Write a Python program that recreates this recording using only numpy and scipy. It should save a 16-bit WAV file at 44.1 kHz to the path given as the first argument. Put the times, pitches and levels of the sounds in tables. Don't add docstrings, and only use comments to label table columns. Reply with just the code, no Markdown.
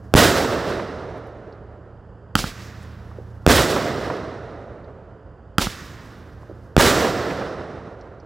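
import sys
import numpy as np
from scipy import signal
from scipy.fft import rfft, irfft
from scipy.io import wavfile

SR = 44100
rng = np.random.default_rng(int(sys.argv[2]) if len(sys.argv) > 2 else 0)


def waveform_to_disk(signal):
    frames = np.transpose(np.atleast_2d(signal))
    scaled = np.clip(frames, -1, 1) * 32767
    samples = np.round(scaled).astype(np.int16)
    wavfile.write(sys.argv[1], SR, samples)


N = 363825
TIME = np.arange(N) / SR


def from_db(db):
    return np.exp(np.asarray(db) * np.log(10) / 20)


def at_hz(points, hz):
    freqs, *columns = np.transpose(points)
    return [np.interp(np.log(hz), np.log(freqs), column) for column in columns]


def cut(x, hz, kind, order=2):
    sos = signal.butter(order, np.clip(hz, 10, SR / 2 - 500), kind, fs=SR, output="sos")
    return signal.sosfilt(sos, x + 1e-18)


def drift(rate):
    knots = rng.standard_normal(4096)
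    return np.interp(TIME * rate, np.arange(len(knots)), knots)


def add(out, s, sound):
    i = int(round(s * SR))
    out[i:i + len(sound)] += sound[:N - i]


def since(shots):
    rows = np.array(shots)
    latest = np.searchsorted(rows[:, 0], TIME) - 1
    return np.where(latest < 0, 10, TIME - rows[latest, 0]), rows[latest].T


def noise_bands():
    edges = 31.25 * 2 ** np.arange(0, 9.1, .5)
    white = rng.standard_normal((2, N + SR // 2))
    for k, (low, high) in enumerate(zip(edges, edges[1:])):
        band = cut(white[k % 2], [low, high], "band")[-N:]
        yield np.sqrt(low * high), band / band.std()


def steady_noise(spectrum):
    hz = np.maximum(np.arange(N // 2 + 1) * SR / N, 1)
    eq = from_db(at_hz(spectrum, hz)[0])
    noise = cut(irfft(rfft(rng.standard_normal(N)) * eq, N), 25, "high")
    return noise / noise.std()


# f/Hz, relative level/dB
AIR_EQ = [(35, -1.5), (55, 6), (100, -1), (160, -5), (260, -11), (450, -7.5), (800, -16.5), (1500, -20),
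          (1850, -27), (2250, -42), (3000, -36), (4000, -52.5), (4700, -41.5), (5800, -54.5), (7200, -51.5),
          (9000, -61), (12500, -66.5), (15000, -85.5)]


def air(level_db=-45):
    return from_db(level_db) * steady_noise(AIR_EQ)


# t/s, level/dB
ENGINE_RIDE = [(0, -40), (1.2, -45), (2.2, -45.5), (2.9, -37.5), (3.4, -38.5), (4.6, -46), (5.4, -50.5),
               (6.4, -43.5), (8.25, -50.5)]
# f/Hz, relative level/dB
ENGINE_PARTIALS = [(80, -4.5), (112, -3.5), (161.5, -17.5), (193.8, -14)]


def engine():
    hum, speed = 0, 1 + .005 * drift(2.5)
    for hz, level_db in ENGINE_PARTIALS:
        phase = 2 * np.pi * np.cumsum(hz * speed) / SR
        hum = hum + np.sqrt(2) * from_db(level_db + 0.75 * drift(4.8)) * np.sin(phase)
    return hum * from_db(np.interp(TIME, *np.transpose(ENGINE_RIDE)))


# t/s, peak level/dB, f/Hz
DULL_KNOCKS = [(3.114, -34, 1080), (3.183, -25.5, 426), (3.198, -32, 433), (6.431, -35.5, 930),
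               (6.496, -27, 416), (6.512, -29.5, 420)]
# t/s, peak level/dB, f/Hz
FAINT_TICKS = [(1.178, -60, 10000), (1.27, -60, 11000), (1.525, -51, 4570), (2.828, -49, 8200),
               (4.843, -53, 4000), (6.19, -60, 12000), (8.01, -49, 4850), (8.2, -49, 4800)]


def taps(rows, t60, spread):
    out, t = np.zeros(N), TIME[:SR // 10]
    for s, level_db, hz in rows:
        puff = rng.standard_normal(len(t)) * from_db(-60 * t / t60)
        tap = cut(puff, [hz / (1 + spread), hz * (1 + spread)], "band", order=3)
        add(out, s, from_db(level_db) * tap / np.abs(tap).max())
    return out


# delay/s, peak level/dB, share of the shell's drift added to the delay
SLAPBACKS = [(0.03, -5.5, -0.026), (.103, -7.5, 1), (.279, -12, 1), (0.303, -12, -.25), (.54, -18, -1.5),
             (.647, -17.5, -.6)]


def far_echoes():
    out, t = np.zeros(N), TIME[:SR // 6]
    for s, *_, drift_s in BURST_CUES:
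        for delay_s, level_db, share in SLAPBACKS:
            facets = rng.standard_normal(len(t)) * np.exp(-t / .01)
            clump = cut(cut(facets, [260, 800], "band", order=1), 1500, "low")
            add(out, s + delay_s + share * drift_s, from_db(level_db) * clump / np.abs(clump).max())
    return out


def lawn_scatter(age, level_db, fade_db_per_s=451):
    return (age >= 0) * from_db(level_db - fade_db_per_s * np.clip(age, 0, 1))


# burst delay/s, burst level/dB, launch delay/s, launch level/dB
TREE_STANDS = [(0.042, 6, .036, 2.5), (.098, 5, 0.12, -12.5), (.24, -7.5, .27, -26),
               (.55, -20, .475, -34.5)]


def stand_scatter(age, columns, fade_db_per_s, swell_db_per_s=698, smear_s=0.21):
    power = 0
    for delay_s, level_db in np.array(TREE_STANDS)[:, columns]:
        past_peak = (age - delay_s) / (1 + delay_s / smear_s)
        drop_db = np.maximum(-swell_db_per_s * past_peak, fade_db_per_s * past_peak)
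        power = power + from_db(level_db - np.clip(drop_db, 0, 200)) ** 2
    return np.sqrt(power)


# f/Hz, level/dB per half octave
BURST_SPLASH_EQ = [(40, -44), (85, -23), (180, -30), (400, -21.5), (700, -23), (900, -32), (1400, -19),
                   (2500, -28.5), (3700, -21), (6000, -29.5), (9000, -30), (14000, -31)]
LAUNCH_SPLASH_EQ = [(40, -33.5), (90, -61), (180, -42.5), (320, -41.5), (650, -42.5), (1400, -44.5),
                    (3300, -35.5), (5500, -35), (9000, -42), (14000, -44.5)]
# f/Hz, burst level/dB, launch level/dB, t60/s
WOODS_ROLL = [(40, -37, -55, 0.82), (82, -37.5, -47, 4.8), (176, -28, -45.5, 2.73), (310, -25, -51, 2.92),
              (516, -19.5, -53, 3.21), (880, -30, -58, 2.93), (1314, -23, -36.5, 2.64),
              (2460, -29.5, -42, 1.72), (4000, -30, -45, 2.12), (7000, -24, -45, 0.97),
              (9000, -30.5, -52.5, 0.57), (14000, -37, -56, 1.8)]
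FOLIAGE_LOSS_DB = 16


def trees():
    burst_age, (_, _, bounce_s, burst_splash_db, burst_roll_db, _) = since(BURST_CUES)
    burst_stands = stand_scatter(burst_age, columns=[0, 1], fade_db_per_s=261.5)
    burst_lawn = lawn_scatter(burst_age - bounce_s, level_db=-1.5)
    burst_splash = np.hypot(burst_stands, burst_lawn) * from_db(burst_splash_db)
    burst_roll = np.minimum(burst_age / 0.046, 1) * from_db(burst_roll_db)

    launch_age, (_, _, launch_splash_db, launch_roll_db) = since(LAUNCH_CUES)
    launch_stands = stand_scatter(launch_age, columns=[2, 3], fade_db_per_s=312.5)
    launch_lawn = lawn_scatter(launch_age, level_db=-4.5)
    launch_splash = np.hypot(launch_stands, launch_lawn) * from_db(launch_splash_db)
    launch_roll = np.minimum(launch_age / 0.087, 1) * from_db(launch_roll_db)

    out, clumps = 0, drift(30)
    for hz, noise in noise_bands():
        burst_db, launch_db, t60 = at_hz(WOODS_ROLL, hz)
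        foliage_db = -FOLIAGE_LOSS_DB * (burst_age * hz / 10000) ** 2
        paths = [burst_splash * from_db(at_hz(BURST_SPLASH_EQ, hz)[0] + foliage_db),
                 launch_splash * from_db(at_hz(LAUNCH_SPLASH_EQ, hz)[0]),
                 burst_roll * from_db(burst_db + foliage_db - 60 * burst_age / t60),
                 launch_roll * from_db(launch_db - 60 * launch_age / t60)]
        envelope = np.sqrt(sum(path ** 2 for path in paths))
        lumpy_db = .6 + 1 / (1 + hz / 1500)
        out = out + noise * envelope * from_db(lumpy_db * (clumps + 0.42 * drift(60)))
    return out


# f/Hz, relative level/dB
FUSE_EQ = [(60, 0.5), (180, 3.5), (280, 0), (450, -4), (800, -9.5), (1600, -14), (2400, -31.5),
           (3300, -34.5), (5200, -29.5), (8500, -39), (13000, -40.5), (15500, -44.5)]
FUSE_DB, FUSE_FLARE_S, FUSE_FADE_DB_PER_S = -43.5, .28, 6.5


def fuses(head_start_s=0.75):
    flight_s = np.where(TIME < BURST_CUES[0][0], TIME + head_start_s, since(LAUNCH_CUES)[0])
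    burning = flight_s < since(BURST_CUES)[0]
    envelope = np.minimum(flight_s / FUSE_FLARE_S, 1) * from_db(FUSE_DB - FUSE_FADE_DB_PER_S * flight_s)
    sputter = from_db(1.6 * drift(45) + 1.2 * drift(21))
    return burning * envelope * sputter * steady_noise(FUSE_EQ)


# f/Hz, half width/Hz, level/dB
HISS_BANDS = [(5600, 1400, -56.5), (13400, 900, -71)]


def launch_hiss(hold_s=0.31, fade_db_per_s=67):
    hiss = 0
    for hz, half_width_hz, level_db in HISS_BANDS:
        band = cut(rng.standard_normal(N), [hz - half_width_hz, hz + half_width_hz], "band")
        hiss = hiss + from_db(level_db) * band / band.std()
    release_s = np.clip(since(LAUNCH_CUES)[0] - hold_s, 0, 3)
    return hiss * from_db(2.3 * drift(15) - fade_db_per_s * release_s)


def blast(push_s, suck_s, decay_s):
    t = TIME[:SR // 16]
    return -(1 - t / push_s) * (1 - t / (push_s + suck_s)) * np.exp(-t / decay_s)


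# t/s, pop gain/dB, splash send/dB, roll send/dB
LAUNCH_CUES = [(2.354, -10, 4.5, -3), (5.5827, -10, 5.5, -2.5)]
# f/Hz, relative level/dB, t60/s
TUBE_MODES = [(71, -31, 0.085), (123.5, -3, 0.035), (163, -5.5, .055), (215, 4.5, 0.035),
              (280, -3.5, 0.045), (523, -3.5, 0.019), (840, 0.5, 0.014), (1316, 17, 0.0083),
              (1548, -14, 0.068), (3227, 11.5, 0.0057), (4740, 7, 0.007)]
# delay/s, level/dB
TRUNK_ECHOES = [(0.0107, -18), (.024, -27), (.037, -19.5)]


def launches(wall_delay_s=.0872):
    out, t = np.zeros(N), TIME[:SR // 8]
    for s, level_db, _, _ in LAUNCH_CUES:
        add(out, s, from_db(level_db + 3) * blast(push_s=0.0026, suck_s=0.0061, decay_s=0.0017))
        for hz, mode_db, t60 in TUBE_MODES:
            pitch = hz * (1 + .02 * rng.standard_normal())
            add(out, s, from_db(level_db + mode_db - 60 * t / t60) * np.sin(2 * np.pi * pitch * t))
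    wall_echo = from_db(-10.5) * cut(out, 540, "low", order=1)
    dulled_pops = cut(out, 2500, "low")
    for delay_s, level_db in TRUNK_ECHOES:
        add(out, delay_s, from_db(level_db) * dulled_pops)
    add(out, wall_delay_s, cut(wall_echo, 5000, "low"))
    return out


# t/s, level/dB before overload, ground bounce delay/s, splash send/dB, roll send/dB,
# drift/s (the shell's distance off the line of fire, as sound travel time)
BURST_CUES = [(0.139, 36, 0.012, -2, 1.5, -0.015), (3.4645, 34, 0.011, -3, 1, 0.019),
              (6.7659, 27.5, 0.012, -4.5, 1, 0)]


def bursts():
    out = np.zeros(N)
    direct = blast(push_s=.00045, suck_s=0.001, decay_s=.0015)
    bounce = cut(blast(push_s=0.00049, suck_s=0.0022, decay_s=0.001), 2500, "low", order=1)
    for s, level_db, bounce_s, *_ in BURST_CUES:
        add(out, s, from_db(level_db) * direct)
        add(out, s + bounce_s, from_db(level_db - 9.5) * bounce)
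    return out


def scene():
    firework = bursts() + launches() + launch_hiss() + fuses()
    small = taps(DULL_KNOCKS, t60=0.019, spread=0.37) + taps(FAINT_TICKS, t60=.04, spread=0.2)
    bed = air() + engine()
    mix = firework + trees() + far_echoes() + small + bed
    return np.array([mix, mix])


CLIP_LEVEL, PAN_DB, CUTOFF_HZ = 0.65, 1.57, 15750


def record(dry):
    clipped = dry / (1 + (dry / CLIP_LEVEL) ** 4) ** .25
    drooping = cut(cut(clipped, 30, "high"), 40, "high", order=3)
    panned = drooping * from_db([[-PAN_DB], [PAN_DB]])
    return signal.sosfilt(signal.ellip(10, .1, 80, CUTOFF_HZ, fs=SR, output="sos"), panned)


dry = scene()
out = record(dry)
waveform_to_disk(out)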